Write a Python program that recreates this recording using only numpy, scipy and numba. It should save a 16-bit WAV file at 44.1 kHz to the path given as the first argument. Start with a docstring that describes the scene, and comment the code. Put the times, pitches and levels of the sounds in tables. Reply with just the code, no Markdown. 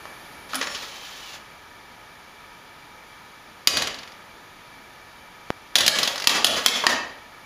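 """A desktop computer hums with filtered noise and fan tones; a disc hisses until it is braked.
The tray unlatches with knocks and whirs out on gear noise and whine, in a live room.
A cat swats it: bursts ring the plastic, and the tray chatters and scrapes in its rails.
A static spark pops; then the cat bats the tray while it runs back in and latches.
A small camera clips on hard blows and ducks after each, so the room's ring swells back up."""
import sys
import numpy as np
from scipy import signal
from scipy.fft import rfft, irfft, next_fast_len
from scipy.io import wavfile
from scipy.ndimage import map_coordinates
from numba import njit

SR = 44100
rng = np.random.default_rng(int(sys.argv[2]) if len(sys.argv) > 2 else 0)


def store_wav(level_fs):
    """Save 16-bit WAV to argv[1]."""
    pcm = np.round(np.clip(np.atleast_2d(level_fs), -1, 1) * 32767)
    wavfile.write(sys.argv[1], SR, pcm.T.astype(np.int16))


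N = 328545
TIME = np.arange(N) / SR


def amp(db):
    """Turn decibels into a gain."""
    return 10 ** (np.asarray(db) / 20)


def unit(x):
    """Scale a sound to an rms of 1."""
    return x / np.sqrt(np.mean(x ** 2) + 1e-20)


def along(points, hz):
    """Read a table of (frequency [Hz], value) on a logarithmic pitch axis."""
    f, v = np.transpose(points)
    return np.interp(np.log(hz + 1), np.log(f), v)


def curves(rows):
    """Draw each column after the time as one value per sample."""
    s, *columns = np.transpose(rows)
    return [np.interp(TIME, s, column) for column in columns]


def wobble(rate):
    """Make a smooth random curve from `rate` random points a second."""
    points = rng.standard_normal(int(N * rate / SR) + 4)
    return map_coordinates(points, [TIME * rate])


def bumps(modes, hz):
    """Add up the power of resonances, each with a centre, a width and a level."""
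    return sum(amp(db) ** 2 / (1 + (2 * (hz - centre) / width) ** 2) for centre, width, db in modes)


def coloured(x, gain):
    """Filter with a gain for each frequency; minimum phase, so no sound comes before its cause."""
    size = 2 * next_fast_len(len(x) // 2 + 2048)
    gains = np.maximum(gain(np.fft.rfftfreq(size, 1 / SR)), 1e-6)
    cepstrum = irfft(np.log(gains))
    # fold the negative-time half onto the positive one
    cepstrum[1:size // 2] *= 2
    cepstrum[size // 2 + 1:] = 0
    return irfft(rfft(x, size) * np.exp(rfft(cepstrum)))[:len(x)]


# how loud the fan air is, nearer at first: (time [s], level [dB])
FAN_LEVEL = [(.3, -43.6), (1.6, -47), (7.45, -47)]
# colour of the rushing air: (frequency [Hz], level [dB])
FAN_AIR = [(15, -36), (25, -6.5), (286, -5.5), (318, -7), (637, -6.5), (927, -4), (1060, -8), (1280, -4),
           (1500, -8.5), (2300, -11), (2630, -14), (6540, -19.5), (8100, -25.5), (10000, -23.5),
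           (15000, -30)]
# resonances of the vents: (frequency [Hz], width [Hz], level [dB])
FAN_VENTS = [(825, 120, -24.5), (1225, 69, 2), (1745, 106, 7.5), (2315, 56, 12), (3380, 930, 3),
             (4660, 140, 3.5)]
# steady notes of the fans and disk: (frequency [Hz], level [dB])
FAN_TONES = [(863, -63), (959.5, -60), (1261, -62.5)]


def fans():
    """Air rushes through the vents of the case, under slightly unsteady fan and disk tones."""
    noise = rng.standard_normal(N)
    air = unit(coloured(noise, lambda hz: amp(along(FAN_AIR, hz)) * np.sqrt(1 + bumps(FAN_VENTS, hz))))
    tones = np.zeros(N)
    for hz, db in FAN_TONES:
        level = amp(db + 1.15 * wobble(3.27))
        phase = 2 * np.pi * np.cumsum(hz + 1.466 * wobble(5)) / SR
        tones += level * np.sqrt(2) * np.sin(phase)
    return air * amp(curves(FAN_LEVEL)[0] + 0.1 * wobble(9.6)) + tones


def spinning(db=-61, low_hz=9000, high_hz=12000, stop_s=0.54, coast_s=.12):
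    """A disc hisses faintly inside the drive until it is braked for ejecting."""
    band = signal.butter(2, [low_hz, high_hz], "band", fs=SR, output="sos")
    hiss = unit(signal.sosfilt(band, rng.standard_normal(N)))
    fade = np.clip((stop_s - TIME) / coast_s + .5, 0, 1)  # halfway down at stop_s
    return amp(db) * fade * hiss


# time for the room's ring to fade by 60 dB: (frequency [Hz], fade time [s])
ROOM_T60 = [(150, 0.43), (400, 0.67), (1000, 0.53), (2800, 0.57), (7000, 0.42), (14000, 0.19)]
# how strongly the room answers: (frequency [Hz], level [dB])
ROOM_SEND = [(60, -10), (150, -1.5), (280, -1), (900, -1.5), (2000, -5.5), (4000, -10), (12000, -5.5)]
# the room's share grows as the camera backs away from the drive: (time [s], level [dB])
NEARNESS = [(0, -3), (.6, -1), (1.3, 0)]


def room(x, s, build_s=0.0016):
    """Add a dense echo that builds up quickly, fades by pitch and differs with the moment s."""
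    hz, t, cells = signal.stft(rng.standard_normal(SR * 3 // 4), SR, nperseg=256)
    fade = amp(-60 * t / along(ROOM_T60, hz)[:, None])
    tail = signal.istft(cells * fade * (1 - np.exp(-t / build_s)), SR, nperseg=256)[1]
    size = next_fast_len(len(x) + len(tail), True)
    share_db = np.interp(s, *np.transpose(NEARNESS))
    send = amp(along(ROOM_SEND, np.fft.rfftfreq(size, 1 / SR)) + share_db)
    echo = send * rfft(tail / np.linalg.norm(tail), size)
    return irfft(rfft(x, size) * (1 + echo), size)


def case(x, ripple_db=1.65, spacing_hz=40, onset_hz=2500):
    """Many small overlapping modes of the case put a fine fixed ripple on the treble."""
    grid = np.arange(1000) * spacing_hz
    ripple = rng.standard_normal(len(grid)) * np.minimum(grid / onset_hz, 1)
    return coloured(x, lambda hz: amp(ripple_db * np.interp(hz, grid, ripple)))


# overall colour of the plastic: (frequency [Hz], level [dB])
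PLASTIC = [(60, -25.5), (150, -14.5), (260, -14), (800, -10), (2000, -3.5), (3200, -0.5), (4600, 1),
           (6500, -4.5), (10000, -12), (15000, -20.5)]
# main resonances of tray and case: (frequency [Hz], width [Hz], level [dB])
MODES_TRAY = [(246, 43, 3), (572, 190, 2), (1135, 80, 1.5), (1780, 300, -4), (2650, 310, -5),
              (3330, 340, -4.5), (3930, 86, -5.5), (5230, 160, -32.5), (6230, 85, -24)]


def plastic(hz, dense_db=-3):
    """The tray's main modes stand on a bed of many overlapping ones."""
    return amp(along(PLASTIC, hz)) * np.sqrt(amp(dense_db) ** 2 + bumps(MODES_TRAY, hz))


NOTE_DB, NOTE_WIDTH = 4.5, 0.12  # how far a struck spot's mode stands out; its width over its frequency


def knock(s, db, t60, body_db, edge_db, note_hz=None, low_hz=280, body_hz=1400, clack_hz=3200,
          bright_hz=6000, edge_hz=10000, softness=0.96, ring_db=-19, ring_t60=0.088):
    """One contact is a short noise burst that rings the tray; body and edge levels set its colour."""
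    out, t = np.zeros(N + 2 * SR), np.arange(SR // 8) / SR
    norm = np.sqrt(np.mean(plastic(np.linspace(0, SR / 2, num=SR // 20)) ** 2))
    # long contacts are scrapes and start softly
    rise = 1 - np.exp(-t / (softness * t60 ** 2))
    # the case rings on a little after each contact
    fade = amp(-60 * t / t60) + amp(ring_db - 60 * t / ring_t60)
    burst = np.sign(rng.standard_normal(len(t))) * rise * fade
    contact = [(low_hz, body_db / 2), (2 * low_hz, body_db), (body_hz, body_db),
               (clack_hz, 0), (bright_hz, 0), (edge_hz, edge_db)]
    # one well-damped mode stands out, depending on the struck spot
    spot = [(note_hz, NOTE_WIDTH * note_hz, NOTE_DB)] if note_hz else []
    ring = coloured(burst, lambda hz: plastic(hz) * amp(along(contact, hz)) * np.sqrt(1 + bumps(spot, hz)))
    blow = room(ring / norm, s)
    out[round(s * SR):][:len(blow)] = amp(db) * blow
    return out[:N]


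# tray runs: outward the pitch leaps up and then sags; inward it climbs slowly and drops at the end:
# (time [s], gear whir level [dB], gear mesh rate [Hz])
RUN_OUT = [(.5, -46, 2318), (.6, -38, 2337), (.665, -42, 5490), (.75, -41, 5580), (.79, -41, 4150),
           (.9, -42.5, 3150), (1.16, -44, 3090), (1.355, -43.5, 2753), (1.385, -51, 2500)]
RUN_IN = [(5.95, -44, 2435), (6.05, -31, 2933), (6.25, -49, 3080), (6.52, -38, 3120), (6.78, -36, 3240),
          (6.9, -44, 2300)]
# colour of the gear whir: (frequency [Hz], level [dB])
WHIR = [(100, -32), (300, -11.5), (700, -3.5), (1800, -2), (3300, 4), (5500, -1.5), (7500, -6.5),
        (11000, -15.5), (15000, -16)]
# whine notes: (multiple of the motor pulse rate, level [dB])
GEAR_ORDERS = [(7, -12), (9, 3), (11, -5.5), (12, -9), (16, -11), (18, -12)]


def drive(travel, whine_db, case_ring_db, jitter=0.0201, rattle_db=1.5, waver_db=4, speed_db=6):
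    """Gear teeth rasp once a motor pulse and whine at multiples of that changing rate."""
    db, mesh_hz = curves(travel)
    start, stop = travel[0][0], travel[-1][0]
    pulse_hz = mesh_hz / 9 * (1 + jitter * wobble(150))
    motor = 2 * np.pi * np.cumsum(pulse_hz) / SR
    teeth = rng.standard_normal(N) * (1 + 0.41 * np.cos(motor)) * amp(rattle_db * wobble(90))
    rasp = unit(coloured(teeth, lambda hz: amp(along(WHIR, hz))))
    whine = np.zeros(N)
    for order, order_db in GEAR_ORDERS:
        whine += amp(whine_db + order_db + waver_db * wobble(55.1)) * np.sin(order * motor)
    # the whine is louder by speed_db per octave of speed
    usual_hz = np.median(mesh_hz[(TIME > start) & (TIME < stop)])
    whine = whine * amp(speed_db * np.log2(mesh_hz / usual_hz))
    # a low ring of the case, near 260 Hz, swells and fades briefly as the run begins
    swell = np.exp(-((TIME - start - .075) / .035) ** 2)
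    case_ring = amp(case_ring_db) * swell * np.sin(motor)
    level = amp(db) * (TIME > start) * (TIME < stop)
    return room(level * (rasp + whine), start)[:N] + level * case_ring


# clicks of the button, cam and latch: (time [s], level [dB], time to fade by 60 dB [s],
# hollow body [dB], sharp edge [dB], note of the struck part [Hz])
LATCH = [(.054, -36.5, 0.015, 14.5, -10, 1730), (.533, -30, 0.024, 19, -1, 1250),
         (.544, -25, 0.027, 12, 5, 4900), (.554, -21.5, 0.025, 8.5, 10.5, 10100),
         (.612, -18, 0.033, 6.5, -14, 2000), (.623, -22, .06, 9.5, -5, 500),
         (.67, -23.5, 0.033, 7, -12, 1860), (.745, -22.5, .075, 1, -14, 2920),
         (6.838, -25, 0.033, 19.5, -1, 1010), (6.8665, -1.5, 0.022, 7.5, -6.5, 1980)]


def latch():
    """The mechanism clicks as it releases the tray and again as it locks it."""
    return sum(knock(*click) for click in LATCH)


def spark(s=5.504, db=-4, rise_s=.00007, fall_s=0.00025, coupling_hz=150):
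    """Static jumps from paw to tray: one electrical pop, with no room on it."""
    t = np.maximum(TIME - s, 0)
    pulse = (1 - np.exp(-t / rise_s)) ** 2 * np.exp(-t / fall_s)
    high_pass = signal.butter(1, coupling_hz, "high", fs=SR)
    return amp(db) * signal.lfilter(*high_pass, pulse / pulse.max())


# colour of the case's boom: (frequency [Hz], level [dB])
THUD = [(30, -18), (75, -2), (130, -4.5), (190, -5), (255, 3), (340, -10), (480, -2.5), (650, -1),
        (1200, -22), (5000, -63)]
SHOVE_LAG_S = 0.021  # the soft paw follows the claw
SEAT_S, SEAT_DB = 6.87, -37.5  # the case booms as the tray seats


def thuds(rise_s=0.019, t60=0.66):
    """The paw's soft shoves and the seating tray give the case a dull boom."""
    pushes = [(s + SHOVE_LAG_S, db) for s, _, _, db in SWATS] + [(SEAT_S, SEAT_DB)]
    push = np.zeros(N)
    for s, db in pushes:
        t = np.maximum(TIME - s, 0)
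        push += amp(db - 60 * t / t60) * (1 - np.exp(-t / rise_s))
    return push * unit(coloured(rng.standard_normal(N), lambda hz: amp(along(THUD, hz))))


CLACK_T60, CLACK_HZ = 0.033, 4130  # time to fade by 60 dB [s] and typical note of a rail contact
CLACK_BODY_DB, CLACK_EDGE_DB = -4, 1  # colour of a clack at 0 dB
HOLLOW_PER_DB, DULL_PER_DB = 0.3735, 0.12  # each dB weaker is this much hollower and duller [dB]


def clack(s, db, note_spread=0.19):
    """The tray hits a rail: the weaker the contact, the hollower and duller it sounds."""
    note_hz = CLACK_HZ * np.exp(note_spread * rng.standard_normal())
    body_db = CLACK_BODY_DB - HOLLOW_PER_DB * db
    edge_db = CLACK_EDGE_DB + DULL_PER_DB * db
    return knock(s, db, CLACK_T60, body_db, edge_db, note_hz)


# bouts of the tray rocking in its rails:
# (start time [s], first level [dB], period [s], loss per swing [dB], swings)
ROCKING = [(3.7696, -10.5, 0.051, 5, 3), (3.943, -30.5, 0.044, 3, 5), (5.76, -4, 0.023, 2.5, 3),
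           (5.986, -11.5, .0442, 1.5, 3), (6.157, -24.5, 0.021, -0.5, 5)]
# the tray scrapes along its rails: (time [s], level [dB])
SCRAPES = [(.489, -34), (.82, -28.5), (1.33, -33), (3.724, -24), (3.75, -21.5), (5.946, -15.5),
           (6.295, -8.5), (6.345, -12.5), (6.562, -16), (6.75, -19.5), (6.888, -10.5)]
SCRAPE_T60, SCRAPE_BODY_DB, SCRAPE_EDGE_DB = 0.11, 6.5, -2.5  # time to fade by 60 dB [s] and colour


def rails():
    """The loose tray rocks, one clack per swing at a steady change of level, and scrapes when pushed."""
    clacks = np.zeros(N)
    for s, db, period, loss_db, swings in ROCKING:
        for k in range(round(swings)):
            clacks += clack(s + k * period, db - k * loss_db)
    scrapes = sum(knock(s, db, SCRAPE_T60, SCRAPE_BODY_DB, SCRAPE_EDGE_DB) for s, db in SCRAPES)
    return clacks + scrapes


# paw blows on the tray: (time [s], level [dB], note of the struck spot [Hz],
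# weight of the shove behind it [dB])
SWATS = [(3.6728, 5, 4800, -28), (5.7547, -3.5, 3700, -36), (5.863, -10, 4100, -48),
         (5.8794, 4.5, 4200, -43), (6.272, 3, 5300, -42), (6.445, 3.5, 4020, -34), (6.6612, 3, 3140, -50)]
SWAT_T60, SWAT_BODY_DB, SWAT_EDGE_DB = 0.026, -1.5, 2  # a claw's hard contact: fade by 60 dB [s], colour
REBOUND_S, REBOUND_LOSS_DB = .021, 10  # the driven tray springs back against its rail


def swats():
    """Each paw blow cracks on the plastic; once the motor starts pulling the tray in, it rebounds."""
    blows = sum(knock(s, db, SWAT_T60, SWAT_BODY_DB, SWAT_EDGE_DB, note_hz) for s, db, note_hz, _ in SWATS)
    driven = [(s, db) for s, db, _, _ in SWATS if s > RUN_IN[0][0]]
    rebounds = sum(clack(s + REBOUND_S, db - REBOUND_LOSS_DB) for s, db in driven)
    return blows + rebounds


def scene():
    """The tray, its drive and the cat sound over the fans."""
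    motor = drive(RUN_OUT, whine_db=-9.0, case_ring_db=5.5) + drive(RUN_IN, whine_db=-21, case_ring_db=-12)
    through_case = case(latch() + swats() + rails() + motor)
    return (fans() + spinning() + through_case + thuds() + spark())[None]


@njit
def follow(level, attack, release):
    """Follow the peaks with a quick rise and a slow fall (times in samples)."""
    out, held = np.empty_like(level), 0.
    for i in range(len(level)):
        held += (level[i] - held) / attack if level[i] > held else -held / release
        out[i] = held
    return out


# a notch in the camera's treble: (frequency [Hz], level [dB])
MIC_DIP = [(7000, 0.5), (7700, -4.5), (8000, -11), (8170, -25), (8330, -10), (8600, -4.5), (9300, 1.5)]
TOP_HZ = 15150  # nothing much passes above this


def record(dry, threshold_db=-10, attack_s=0.00094, release_s=0.08, ceiling_db=-1):
    """Gain control ducks after each blow, the first peaks clip, then come a notch and a treble limit."""
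    x = dry[0]
    loudness = follow(np.abs(x), attack_s * SR, release_s * SR)
    x = x / np.maximum(1, loudness / amp(threshold_db))
    x = x / (1 + (x / amp(ceiling_db)) ** 4) ** (1 / 4)  # rounded clipping
    x = coloured(x, lambda hz: amp(along(MIC_DIP, hz)))
    low_pass = signal.ellip(10, .1, 80, TOP_HZ, fs=SR, output="sos")
    return signal.sosfilt(low_pass, x)[None]


dry = scene()
out = record(dry)
store_wav(out)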